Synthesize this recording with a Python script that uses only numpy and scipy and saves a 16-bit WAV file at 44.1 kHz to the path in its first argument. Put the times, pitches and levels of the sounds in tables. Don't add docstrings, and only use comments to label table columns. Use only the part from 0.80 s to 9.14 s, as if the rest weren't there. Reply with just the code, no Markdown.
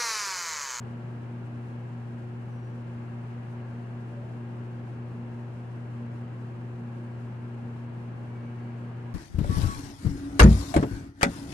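import sys
import numpy as np
from scipy import signal
from scipy.fft import rfft, irfft
from scipy.io import wavfile
from scipy.ndimage import uniform_filter1d

SR = 44100
rng = np.random.default_rng(int(sys.argv[2]) if len(sys.argv) > 2 else 0)


def int16_out(signal):
    q = np.round(np.clip(np.atleast_2d(signal).T, -1, 1) * 32767)
    wavfile.write(sys.argv[1], SR, q.astype(np.int16))


N = 367794


# start_s, length_s, first_pitch_hz, last_pitch_hz, width_hz, level_db
SQUEAK_PULSES = [(1.695, .07, 5975, 5915, 30, -83.5), (1.754, .035, 5745, 5735, 12, -78),
                 (1.815, .052, 5730, 5800, 12, -79), (1.9, .07, 5745, 5750, 25, -84.5),
                 (2.986, 0.06, 719, 692, 15, -56.5), (3.282, .06, 585, 577, 20, -59),
                 (3.349, 0.055, 565, 577, 15, -52.5), (3.417, .05, 655, 645, 35, -59),
                 (7.48, .055, 2258, 2275, 15, -66.5), (7.548, .038, 2285, 2255, 15, -65),
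                 (7.634, .095, 2245, 2280, 18, -68), (7.772, .06, 2255, 2262, 20, -68),
                 (7.84, .08, 2285, 2305, 25, -70), (7.54, .04, 6200, 6215, 30, -86),
                 (7.63, .05, 6210, 6190, 60, -85), (7.715, .11, 6180, 6150, 40, -87),
                 (7.56, .13, 4490, 4520, 45, -83.5), (7.775, .065, 4530, 4450, 35, -81),
                 (7.87, .2, 4450, 4510, 45, -83.3)]
# pitch_hz, likeness (limited to -1..1)
STEREO_LIKENESS = [(30, 5), (100, 1), (220, 0.7), (400, 1), (560, 0.3), (800, 0.4), (1200, -0.05),
                   (1650, 0), (2200, -0.2), (5000, 0.3)]
# pitch_hz, lead_rad
STEREO_LEAD = [(30, 0.38), (600, -0.047), (1200, 0.58), (1650, 2), (3000, 1.67)]
# pitch_hz, side_db
STEREO_TILT = [(60, 1.5), (500, -0.5), (1150, 1.5), (1700, 3), (2700, 0), (5000, 0.5), (8000, -2),
               (13000, -4)]
# pitch_hz, density_db_per_hz
RUSH_COLOUR = [(20, -24), (45, -19), (90, -1.4), (170, 1.66), (215, 1.6), (360, -4), (520, -8), (660, -9),
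               (950, -10.5), (1400, -14), (2000, -19.5), (2850, -23), (3600, -33), (4400, -34),
               (5500, -40.5)]
# pitch_hz, width_hz, boost_db
DUCT_RESONANCES = [(41.4, 6.6, 8), (91, 11, 0), (226, 10, -10), (281, 16, -4), (361.4, 17, 4), (511, 27, 4),
                   (590, 36, 4), (620, 26, -4.5), (760, 24, -1), (833, 18, 3.5), (863, 37, -3.5),
                   (893, 31, 3.5), (1048, 27, 2.5), (1630, 86, 5)]
# pitch_hz, density_db_per_hz
HISS_COLOUR = [(1500, -17.5), (4000, 0.5), (6000, 0), (8700, -2), (10800, -7), (12500, -12.5), (14800, -23),
               (16000, -24)]
# time_s, level_db
FLOW_SWELLS = [(0, 2.5), (.3, 1), (1.8, 0), (2.3, 1.2), (2.6, 1.5), (3.1, 1), (3.4, 0.5), (3.7, .8),
               (4.8, .3), (5.4, 1.2), (5.8, 0), (6.2, 0.6), (6.7, .5), (7.9, 1.3), (8.3, 1.5)]
# time_s, level_db
RUMBLE_SURGES = [(0, 0.34), (2.4, -0.6), (3.0, -2), (3.5, 1.7), (5.0, -0.8), (7.5, 1.2), (8.3, -1)]
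# pitch_hz, level_db, side_db, lead_rad
SINGING_PARTS = [(92.7, -67.5, 1, 1), (129.8, -63, 3, -0.1), (148.7, -62.5, 1, -0.5),
                 (169.6, -61, -3.5, 0.2), (200.3, -62.5, 1, -1), (366, -71.5, -4.5, 2.2),
                 (394.3, -63, -1.5, 2), (504.7, -71, -1.5, 0.5), (543, -74.5, -1, 0.5), (656, -77, -1, 0.5),
                 (773, -70, 12, 1.5), (900, -71, -0.5, -0.5), (1137, -77.5, 0, 0.5), (1373, -80.5, 7, 1),
                 (1659, -79, 2, 2), (1660, -76.5, 7, 2.5), (2070, -87.5, -1.5, 1.5), (3800, -96, 3.5, 0),
                 (5006.5, -98.5, 1, -5)]
ROTOR_WHINE = {(3, 0): (-67, 5.5, 0.26), (4, 4): (-78, 2.3, .2), (4, 6): (-71, 1.8, -0.54),
               (14, 0): (-74, -7, -0.85), (15, 0): (-73, -5.5, -1.8), (37, 0): (-87, 8, 0),
               (46, 0): (-76.5, -3, 1.9), (47, 0): (-84.5, -4, -2.3), (50, 0): (-89, -5.5, 1),
               (56, 0): (-91.5, 3, .5), (58, 0): (-91, 11, -2)}
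# time_s, offset_hz
SHAFT_WANDER_CURVE = [(0, .001), (2, -.02), (4.5, .002), (6.5, .011), (8.3, -.029)]
# time_s, level_db
BLADE_SWELLS = [(.1, 2), (.5, -2.7), (.8, 1), (1.7, -1.3), (2.3, 1.1), (2.8, -0.4), (3.7, 0.5),
                (4.05, -0.5), (4.5, 2), (4.8, -3), (5.25, 2.5), (5.55, -2.5), (6, 1.5), (6.5, -0.5),
                (6.9, 2.3), (7.5, -1.4), (7.95, 3), (8.25, -1.5)]
# mains_multiple, level_db, side_db, lead_rad
MOTOR_HUM = [(1, -70.5, -1.5, 0.17), (2, -38, 1.5, 0), (4, -54.5, -1.5, -0.24), (6, -56.5, 5, 0.026),
             (8, -71, -0.5, -0.41), (10, -72.5, -1, -0.98), (12, -70.5, 6, -0.97), (16, -72.5, 5.5, 1.6)]

MAINS_HZ, SHAFT_HZ = 59.985, 58.76
THROB_S = 0.146
BLADE_DB = -46
SLIP_HZ, SLIP_S = 1.262, 0.573
LOPE_S = 0.087
SLIP_DEPTH, LOPE_DEPTH = 0.18, 0.085

RUSH_DB, HISS_DB = -46.5, -74.5
RIPPLE_DB = 1.18
SLOWER_HZ, FASTER_HZ = 3.786, 4.9
SLOWER_CREST_S, FASTER_CREST_S = 0.084, 0.06
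SLOWER_DB, FASTER_DB, FLARE_DB = 0.8, 0.5, 0.5
FLICKER_DB, FLICKER_PER_S = 0.94, 28

SQUEAK_BLUR_HZ = 55
SQUEAK_RISE_S, SQUEAK_T60_S = 0.016, 0.36
EDGE_HZ = 15500


def amp(db):
    return 10 ** (np.asarray(db) / 20)


def unit(x):
    return x / np.sqrt(np.mean(abs(x) ** 2) + 1e-20)


def over_hz(points, hz):
    f, value = np.transpose(points)
    return np.interp(np.log(hz + 1), np.log(f + 1), value)


def swing(curve):
    time_s, level_db = np.transpose(curve)
    return amp(np.interp(np.arange(N) / SR, time_s, level_db - level_db.mean()))


def cycle(hz, crest_s):
    return np.cos(2 * np.pi * hz * (np.arange(N) / SR - crest_s))


def drift(rate, where=slice(None)):
    count = 4096
    hz = np.fft.rfftfreq(count, N / SR / count)
    slow = irfft(rfft(rng.standard_normal(count)) * np.exp(-(hz / rate) ** 2))
    return np.interp(np.arange(N)[where], np.linspace(0, N, count), unit(slow))


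def tone(hz, level_db, side_db, lead_rad, waver):
    turns = np.cumsum(np.broadcast_to(hz / SR, N))
    turns -= turns[round(THROB_S * SR)]
    phase = np.float32(2 * np.pi * (turns - np.round(turns)) + waver * drift(3.0))
    channels = []
    for ear in (1, -1):
        gain = np.sqrt(2) * amp(level_db + ear * side_db / 2)
        channels.append(gain * np.sin(phase + ear * lead_rad / 2))
    return np.array(channels)


def diffuse(colour_db, hz):
    left, other = rfft(rng.standard_normal((2, N)))
    same = np.clip(over_hz(STEREO_LIKENESS, hz), -1, 1)
    right = same * left + np.sqrt(1 - same ** 2) * other
    right = right * np.exp(-1j * over_hz(STEREO_LEAD, hz))
    side = amp(over_hz(STEREO_TILT, hz) / 2)
    return unit(irfft(np.array([left * side, right / side]) * amp(colour_db), N))


def squeaks():
    t, out = np.arange(N) / SR, np.zeros((2, N))
    for start, length, first_hz, last_hz, width, level_db in SQUEAK_PULSES:
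        on = (t > start) & (t < start + length + SQUEAK_T60_S)
        age = t[on] - start
        turns = np.cumsum(np.interp(age, [0, length], [first_hz, last_hz])) / SR
        rise = np.minimum(age / SQUEAK_RISE_S, 1)
        decay_db = 60 * np.maximum(age - length, 0) / SQUEAK_T60_S
        level = rise * amp(level_db - decay_db)
        for ear in out:
            blur = unit(SQUEAK_BLUR_HZ / width + drift(width, on) + 1j * drift(width, on))
            ear[on] += np.sqrt(2) * level * (blur * np.exp(2j * np.pi * turns)).real
    return out


def flutter():
    slower, faster = cycle(SLOWER_HZ, SLOWER_CREST_S), cycle(FASTER_HZ, FASTER_CREST_S)
    meeting = (np.maximum(slower, 0) * np.maximum(faster, 0)) ** 2
    rhythm_db = SLOWER_DB * slower + FASTER_DB * faster + FLARE_DB * meeting
    return amp(rhythm_db + FLICKER_DB * drift(FLICKER_PER_S))


def air():
    hz = np.fft.rfftfreq(N, 1 / SR)
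    peaks_db = sum(db / (1 + (2 * (hz - centre) / width) ** 2) for centre, width, db in DUCT_RESONANCES)
    smoothed = uniform_filter1d(rng.standard_normal(len(hz)), size=50)
    ripple_db = RIPPLE_DB * unit(uniform_filter1d(smoothed, size=35))
    treble_loss_db = 20 * np.log10(1 + (hz / 7000) ** 4)
    rush = diffuse(over_hz(RUSH_COLOUR, hz) + peaks_db + ripple_db - treble_loss_db, hz)
    rumble = irfft(rfft(rush) / (1 + (hz / 450) ** 4), N)
    hiss = diffuse(over_hz(HISS_COLOUR, hz) + ripple_db, hz)
    duct = rumble * swing(RUMBLE_SURGES) + (rush - rumble) * swing(FLOW_SWELLS)
    return amp(RUSH_DB) * duct + amp(HISS_DB) * hiss * flutter()


def casing():
    return sum(tone(*row, waver=0.47) for row in SINGING_PARTS)


def shaft():
    return SHAFT_HZ + np.interp(np.arange(N) / SR, *np.transpose(SHAFT_WANDER_CURVE))


def rotor():
    speed = shaft()
    whine = 0
    for (turns, mains), (level_db, side_db, lead_rad) in ROTOR_WHINE.items():
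        whine = whine + tone(turns * speed + mains * MAINS_HZ, level_db, side_db, lead_rad, waver=0.098)
    return whine


def blades():
    swell = 1 + SLIP_DEPTH * cycle(SLIP_HZ, SLIP_S) + LOPE_DEPTH * cycle(2 * SLIP_HZ, LOPE_S)
    blade_tone = tone(4 * shaft(), BLADE_DB, side_db=0, lead_rad=0.15, waver=0.077)
    return blade_tone * swell * swing(BLADE_SWELLS)


def motor():
    return sum(tone(order * MAINS_HZ, level_db, side_db, lead_rad, waver=0.045)
               for order, level_db, side_db, lead_rad in MOTOR_HUM)


def scene():
    return squeaks() + air() + casing() + rotor() + blades() + motor()


def record(dry):
    eased = dry * signal.windows.tukey(N, 0.002)
    lowpass = signal.firwin(511, EDGE_HZ, window=("kaiser", 9), fs=SR)
    return signal.oaconvolve(eased, lowpass[None], "same")


dry = scene()
out = record(dry)
int16_out(out)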